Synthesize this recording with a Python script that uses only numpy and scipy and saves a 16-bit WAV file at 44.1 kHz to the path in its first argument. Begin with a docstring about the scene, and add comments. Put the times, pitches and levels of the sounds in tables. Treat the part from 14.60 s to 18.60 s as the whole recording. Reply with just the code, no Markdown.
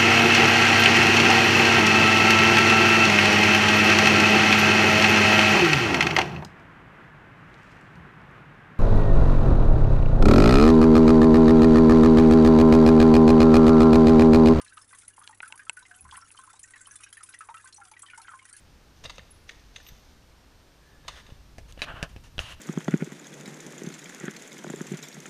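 """An indoor terrarium, where a thin stream from a filter outlet falls into the basin.
Each drop strikes the surface with a bright fizz; trapped air bubbles ring briefly as resonators.
Reflections from the walls smear and colour every impact, and the air in the tank rings at its modes.
A pump hums underneath, with room noise, a faint whine and a few faint gliding gurgles.
Close by there are a few dry ticks and one soft bump of handling."""
import sys
import numpy as np
from scipy import signal
from scipy.fft import rfft, irfft
from scipy.io import wavfile
from scipy.ndimage import uniform_filter1d

SR = 44100
rng = np.random.default_rng(int(sys.argv[2]) if len(sys.argv) > 2 else 0)


def wav_record(signal):
    """Record a signal, one row per channel, as 16-bit PCM in the file named by sys.argv[1]."""
    frames = np.transpose(np.atleast_2d(signal))
    bounded = np.clip(frames, -1, 1)
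    # unit amplitude maps onto the largest positive 16-bit level
    quanta = np.round(bounded * 32767).astype(np.int16)
    wavfile.write(sys.argv[1], SR, quanta)


N = 176400
TIME = np.arange(N) / SR
AGE = np.arange(5000) / SR  # time since the onset of one short event [s]


def undb(db):
    """Decibels to amplitude ratio."""
    return 10 ** (np.asarray(db) / 20)


def fade(t60, t=AGE):
    """Exponential damping: 60 dB down after t60 seconds."""
    return np.exp(-np.log(1000) * t / t60)


def unit(x):
    """Normalise to unit energy."""
    return x / np.sqrt(np.sum(x ** 2))


def peak(x, db):
    """Normalise to a peak level."""
    return x * undb(db) / np.abs(x).max()


def crest(x, db):
    """Give the loudest 5 ms the power of a sinusoid with this peak level."""
    return x * undb(db) / np.sqrt(2 * uniform_filter1d(x ** 2, size=220).max())


def add(out, start, x):
    """Superpose a sound at a start time in seconds."""
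    i = int(np.clip(start * SR, 0, N - 1))
    out[i:i + len(x)] += x[:N - i]


def band(x, hz, width_hz):
    """Two identical band-pass resonators in cascade."""
    b, a = signal.iirpeak(min(hz, SR / 3), hz / width_hz, fs=SR)
    return signal.lfilter(b, a, signal.lfilter(b, a, x))


def colour(x, points):
    """Zero-phase filtering by a curve of (frequency [Hz], gain [dB])."""
    hz, db = np.array(points).T
    bins = np.maximum(np.fft.rfftfreq(N, 1 / SR), 1)
    return irfft(rfft(x) * undb(np.interp(np.log(bins), np.log(hz), db)), N)


def crackle():
    """Heavy-tailed noise: many small clicks and a few large ones."""
    noise = rng.standard_normal(len(AGE))
    return noise * np.abs(noise)


def pump():
    """Periodic vibration of the pump radiates a fundamental and its second harmonic."""
    # harmonics of the hum (frequency [Hz], rms level [dB])
    harmonics = [(100, -73.5), (200, -91.5)]
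    return sum(np.sqrt(2) * undb(db) * np.sin(2 * np.pi * (hz * TIME + rng.random()))
               for hz, db in harmonics)


def whine():
    """A linear frequency sweep, heard as a very faint rising tone."""
    hz = 251 + 23.5 * TIME
    return np.sqrt(2) * undb(-84) * np.sin(2 * np.pi * np.cumsum(hz) / SR)


def room():
    """Broadband ambient noise, weighted to low frequencies: rumble and faint hiss."""
    # room noise spectrum (frequency [Hz], relative spectral density [dB])
    spectrum = [(25, 4), (60, 6), (130, -0.5), (200, -1.5), (300, -1.5), (450, -3.5), (650, -8), (1400, -1),
                (2500, -13.5), (4500, -17.5), (7000, -37), (10500, -8.5)]
    air = colour(rng.standard_normal(N), spectrum)
    return undb(-65) * air / air.std()


def walls(x):
    """Reverberation: direct sound, early reflections and a short tail, different for each spot."""
    early, late = rng.standard_normal((2, len(AGE)))
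    response = undb(12.5) * unit(early * fade(t60=0.052)) + undb(1.5) * unit(late * fade(t60=0.13))
    response[0] += 1  # direct path
    return signal.fftconvolve(x, response)[:len(AGE)]


def bubble(hz, db):
    """Minnaert resonance: after a surface slap, a trapped bubble and its smaller twin ring and fade."""
    t60 = 0.052 * (1000 / hz) ** 0.42  # smaller bubbles die sooner
    rising_hz = hz * (1 + 0.048 * np.minimum(AGE / t60, 1))
    cycles = np.cumsum(rising_hz) / SR
    envelope = fade(t60) * (1 - np.exp(-cycles / 0.33))
    ring = np.sin(2 * np.pi * cycles) * envelope
    twin = np.sin(2 * np.pi * cycles * rng.uniform(1.12, 1.5)) * envelope * fade(t60)
    slap = band(crackle() * fade(t60=0.016), hz * 1.464, width_hz=hz * 1.47)
    return crest(unit(walls(ring)) + undb(-10) * (unit(walls(twin)) + unit(walls(slap))), db)


def stream_bubbles():
    """Air entrainment: the stream traps clear bubbles, and two weaker ones break off after each."""
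    # trapped bubbles (time [s], relative level [dB], frequency [Hz])
    bubbles = [(0.001, -37, 1197), (0.065, -47, 1690), (0.124, -45, 1556), (0.173, -38, 1257),
               (0.308, -52, 1550), (0.329, -44, 1117), (0.333, -43, 1980), (0.581, -41.5, 922),
               (0.615, -44.5, 1234), (0.644, -52.5, 1410), (0.695, -42.5, 878), (0.729, -46, 1880),
               (0.831, -32, 1440), (0.859, -47, 1370), (0.903, -49, 867), (0.939, -46.5, 967),
               (0.995, -37.5, 1635), (1.068, -46, 1310), (1.172, -38.5, 1463), (1.189, -64, 1520),
               (1.224, -50, 1007), (1.254, -45, 2054), (1.313, -40, 1606), (1.344, -51, 3020),
               (1.453, -42.5, 990), (1.491, -47, 1520), (1.526, -38.5, 1011), (1.545, -43.5, 1345),
               (1.576, -39.5, 1094), (1.623, -45, 1338), (1.749, -48, 1154), (1.791, -40, 1052),
               (1.839, -46.5, 1280), (1.875, -45.5, 1030), (1.899, -47.5, 1337), (1.938, -47, 958),
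               (2.04, -42.5, 1900), (2.138, -38.5, 1893), (2.159, -42.5, 1734), (2.208, -49, 1550),
               (2.273, -45, 1090), (2.312, -46.5, 1656), (2.36, -47, 3460), (2.404, -49.5, 1280),
               (2.436, -38.5, 2520), (2.465, -47, 1575), (2.572, -38.5, 1806), (2.607, -43.5, 1268),
               (2.69, -48.5, 1510), (2.74, -37.5, 1895), (2.809, -34.5, 1315), (2.829, -45, 1233),
               (2.890, -34.5, 932), (2.944, -38, 1295), (2.971, -46, 1377), (2.999, -47, 1700),
               (3.043, -46, 1050), (3.059, -45, 1520), (3.184, -48.5, 862), (3.216, -43, 1383),
               (3.317, -44, 867), (3.339, -43, 2333), (3.368, -40, 1944), (3.434, -43.5, 1115),
               (3.485, -44.5, 1790), (3.501, -38, 2380), (3.535, -40, 1445), (3.545, -44.5, 2135),
               (3.579, -39, 893), (3.6, -46, 1310), (3.647, -47, 1600), (3.676, -46, 3060),
               (3.683, -37.5, 1330), (3.715, -42, 1230), (3.736, -38.5, 1054), (3.792, -42, 2186),
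               (3.818, -51, 1060), (3.855, -47.5, 1930), (3.939, -47.5, 1643), (0.0797, -43.5, 3990),
               (0.2174, -47, 5210), (0.636, -48.5, 3320), (1.2287, -45.5, 3860), (1.513, -36, 3290),
               (1.6153, -46, 5460), (1.776, -40, 3090), (2.0326, -40, 6910), (2.2583, -42.5, 3060),
               (2.311, -42, 6160), (2.4358, -43, 5700), (2.5284, -41, 3184), (2.6297, -46.5, 5110),
               (2.7294, -45.5, 4030), (2.943, -48.5, 3130), (2.9698, -43.5, 2730), (3.1276, -40, 4170),
               (3.1644, -45, 5930), (3.4643, -40.5, 3020), (3.6182, -43, 4240), (3.9299, -46.5, 4580),
               (3.966, -46.5, 4310)]
    lead_s, spread_octaves, lowest_hz = 0.002, 0.234, 780
    out = np.zeros(N)
    for start, db, hz in bubbles:
        add(out, start - lead_s, bubble(hz, db - 2))
        for detune, strength in rng.standard_normal((2, 2)):
            fragment_hz = max(hz * 1.02 * 2 ** (spread_octaves * detune), lowest_hz)
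            fragment = bubble(fragment_hz, db - 17.5 + 1.5 * strength)
            add(out, start + rng.uniform(0.0065, 0.045), fragment)
    return out


def splash(hz, db, spray_db):
    """Impact noise: a crack and broad spray under a fizz of tiny bubbles, trailing off as drops fall."""
    hold_s = 0.0028
    burst = fade(t60=0.0037, t=np.maximum(AGE - hold_s, 0)) + undb(-14) * fade(t60=0.019)
    fizz = band(crackle() * burst, hz, width_hz=2050)
    spray = band(crackle() * burst, hz=6000, width_hz=10000)
    crack = band(crackle() * fade(t60=0.0096), hz=2340, width_hz=2600)
    impact = unit(spray) + undb(-4) * unit(crack)
    return crest(walls(unit(fizz) + undb(spray_db + 2.5) * impact), db)


def stream_splashes():
    """An irregular train of impacts: the drops of the stream strike the surface."""
    # drop impacts (time [s], relative level [dB], fizz centre [Hz], relative spray level [dB])
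    impacts = [(0.0141, -35, 9200, -5), (0.0458, -38, 9200, -7), (0.1385, -42.5, 10800, -36),
               (0.1695, -43.5, 9300, -8), (0.2188, -41, 9200, -21), (0.3253, -42.5, 10600, -19),
               (0.3476, -37, 10100, -9), (0.386, -35.5, 9100, -16), (0.4192, -41.5, 10700, 2),
               (0.4791, -30, 9800, -14.5), (0.5916, -38, 10200, -23), (0.6393, -42.5, 10300, -7),
               (0.671, -48, 10200, 3), (0.824, -37.5, 9100, -14), (0.8558, -41.5, 9400, 6),
               (0.8773, -34.5, 10100, -9), (0.956, -39, 10700, -6), (0.9767, -37.5, 10300, -8),
               (1.13, -40, 10000, -13), (1.168, -37.5, 9500, -12), (1.1903, -39, 10000, -7),
               (1.3582, -41, 11100, -27), (1.4075, -33.5, 10600, -31), (1.536, -43, 10300, -8),
               (1.5689, -31.5, 10150, -13), (1.714, -38.5, 9700, -14.5), (1.7399, -50, 7770, 13),
               (1.7877, -40, 9400, -16), (1.8354, -42.5, 10600, -31), (1.9312, -39.5, 8300, -3),
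               (1.9927, -35, 9660, -8.5), (2.0329, -33, 7200, -28), (2.106, -40, 9250, -5),
               (2.159, -42.5, 9700, -2), (2.212, -35.5, 8160, -28), (2.2688, -34.5, 10100, -14.5),
               (2.3157, -37.5, 9900, -17), (2.336, -48, 9500, 14), (2.3559, -31, 9500, -11),
               (2.4057, -41, 8700, -28), (2.4356, -34, 10000, -0.5), (2.5271, -32, 10100, -8),
               (2.57, -34.5, 11000, -19), (2.6322, -30.5, 9400, -12.5), (2.6892, -34.5, 10200, -9),
               (2.7407, -36.5, 10100, 7), (2.7882, -35, 9500, -35), (2.8075, -40, 10100, 2),
               (2.942, -44, 8500, -11), (2.9574, -44, 10300, -27), (3.0443, -38.5, 9000, -33),
               (3.0737, -37, 10400, 18), (3.1425, -37, 8300, -31), (3.2512, -41, 10400, 2),
               (3.3138, -38.5, 10800, -4), (3.392, -38, 10300, -9.5), (3.42, -31, 8330, -22),
               (3.576, -35, 8150, -7), (3.6154, -38.5, 9900, -6), (3.853, -37, 10000, -5.5),
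               (3.8943, -38.5, 9200, -9), (3.928, -34.5, 8900, -31), (3.965, -36, 10000, -9.5)]
    lead_s = 0.0005
    out = np.zeros(N)
    for start, db, hz, spray_db in impacts:
        add(out, start - lead_s, splash(hz, db - 7, spray_db))
    return out


def patter():
    """Independent random events: small bubbles and stray droplets, spread uniformly in time."""
    bubbles_per_s, droplets_per_s, low_hz, high_hz = 35, 55, 1026, 4336
    out = np.zeros(N)
    for _ in range(int(bubbles_per_s * N / SR)):
        hz = low_hz * (high_hz / low_hz) ** rng.random()
        add(out, rng.random() * N / SR, bubble(hz, db=-57.5))
    for _ in range(int(droplets_per_s * N / SR)):
        droplet = splash(hz=rng.uniform(7550, 10830), db=-54.5, spray_db=-5)
        add(out, rng.random() * N / SR, droplet)
    return out


def tank(x):
    """Cavity resonance: the water's sound excites the damped modes of the air in the tank."""
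    # air modes (frequency [Hz], relative level [dB])
    modes = [(806, 3.5), (871, -5.5), (928, -3.5), (1060, 4.5), (1545, 9), (1692, 3.5), (1994, -9)]
    t = np.arange(SR // 2) / SR
    decay = fade(t60=0.11, t=t)
    response = sum(undb(db) * np.sin(2 * np.pi * hz * t) for hz, db in modes) * 2 * decay / decay.sum()
    return x + undb(-4.5) * signal.fftconvolve(x, response)[:N]


def spatter():
    """Shot noise: dense impulses of the finest spray, smeared by wall reflections."""
    hits_per_s = 900
    hits = (rng.random(N) < hits_per_s / SR) * np.exp(rng.standard_normal(N))
    smeared = signal.fftconvolve(hits - hits.mean(), walls(np.ones(1)))[:N]
    sizzle = band(smeared, hz=9370, width_hz=7800)
    return undb(-68) * sizzle / sizzle.std()


def ticks():
    """Heavily damped modes: dry knocks with a snap and a thin upper ring, coloured by near surfaces."""
    # knocks (time [s], relative level [dB], pitch [Hz], ring gain [dB], snap gain [dB], cutoff [Hz])
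    knocks = [(0.179, -40, 2760, -8, -3.5, 7000), (0.6755, -29.5, 2800, -0.5, 0.5, 11000),
              (0.8038, -30.5, 2400, -13, -5.5, 3230), (0.924, -30, 2600, -1, -17, 9000),
              (1.0957, -17.5, 2570, 5.5, -14, 11000), (1.558, -41, 2660, -26, -22, 3970),
              (1.705, -46, 2550, -22, -4, 3500)]
    # modes of a knock (ratio to its pitch [1], relative level [dB], 60 dB decay time [s])
    modes = [(0.371, -7.5, 0.021), (.59, -4, 0.022), (0.862, -4.5, 0.019), (1.03, 11, 0.0064),
             (1.25, -13, 0.003)]
    # a curve for near surfaces, defined but not applied to the knocks (frequency [Hz], gain [dB])
    surfaces = [(300, -17), (700, -19), (950, -6.5), (3400, 0.5), (4800, -2), (6300, -2), (7400, -3),
                (8500, -2.5), (10500, 6.5)]
    rise_s = 0.00026
    attack = 1 - np.exp(-AGE / rise_s)
    ring = sum(np.sin(2 * np.pi * hz * AGE) for hz in (7540, 8110)) * fade(t60=0.0068)
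    out = np.zeros(N)
    for start, db, hz, ring_db, snap_db, cutoff_hz in knocks:
        body = sum(undb(mode_db) * np.sin(2 * np.pi * hz * ratio * AGE) * fade(t60)
                   for ratio, mode_db, t60 in modes)
        snap = band(rng.standard_normal(len(AGE)) * fade(t60=0.007), hz=4800, width_hz=7500)
        knock = unit((body + undb(ring_db) * ring) * attack) + undb(snap_db) * unit(snap)
        echo = signal.fftconvolve(knock, unit(crackle() * fade(t60=0.018)))[:len(AGE)]
        tick = signal.lfilter(*signal.butter(4, cutoff_hz, fs=SR), knock + undb(-12) * echo)
        add(out, start, peak(tick, db + 2))
    return out


def gurgles():
    """Frequency modulation: faint pure tones glide in pitch."""
    # one path per gurgle, with points of (time [s], frequency [Hz], rms level [dB])
    paths = [
        [(1.265, 767, -84), (1.32, 709, -63), (1.36, 734, -72), (1.405, 760, -71), (1.435, 795, -75)],
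        [(3.18, 842, -64), (3.205, 810, -51.5), (3.24, 783, -74), (3.265, 740, -65.5), (3.295, 740, -74)],
        [(.93, 850, -56), (.975, 1306, -65)],
        [(1.532, 1066, -56), (1.563, 2076, -50)],
        [(1.878, 1045, -55), (1.92, 2195, -67)],
    ]
    out = np.zeros(N)
    for path in paths:
        times, hz, db = np.array(path).T
        gate = uniform_filter1d(1.0 * ((TIME > times[0]) & (TIME < times[-1])), size=440)  # 10 ms ramps
        amplitude = np.sqrt(2) * undb(np.interp(TIME, times, db))
        cycles = np.cumsum(np.interp(TIME, times, hz)) / SR
        out += gate * amplitude * np.sin(2 * np.pi * cycles)
    return out


def bump():
    """A damped low oscillation with a slow onset: one soft bump of handling."""
    pitch_hz, rise_s = 74.1, 0.028
    t, out = np.arange(SR) / SR, np.zeros(N)
    rumble = band(rng.standard_normal(SR), hz=43, width_hz=160)
    thud = unit(np.sin(2 * np.pi * pitch_hz * t)) + undb(-5) * unit(rumble)
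    envelope = fade(t60=0.5, t=t) * (1 - np.exp(-(t / rise_s) ** 2))
    add(out, start=1.406, x=peak(thud * envelope, db=-48))
    return out


def scene():
    """Superposition, in mono, of the water, the background, the near ticks and the bump."""
    # colouring of the water at the listening point (frequency [Hz], gain [dB])
    water_colour = [(400, -8), (650, -9), (850, -1.5), (1500, 0.5), (2100, -2.5), (2700, -4), (4200, -7),
                    (6000, -0.5), (8000, -2), (10500, 0)]
    basin = tank(stream_bubbles() + stream_splashes() + patter())
    water = colour(basin + spatter(), water_colour) + gurgles()
    background = pump() + whine() + room()
    return (background + bump() + ticks() + water)[None]


def record(dry):
    """Band limiting: a steep elliptic low-pass removes the top of the spectrum."""
    cutoff_hz = 11050
    return signal.sosfilt(signal.ellip(10, 0.2, 70, cutoff_hz, fs=SR, output="sos"), dry)


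dry = scene()
out = record(dry)
wav_record(out)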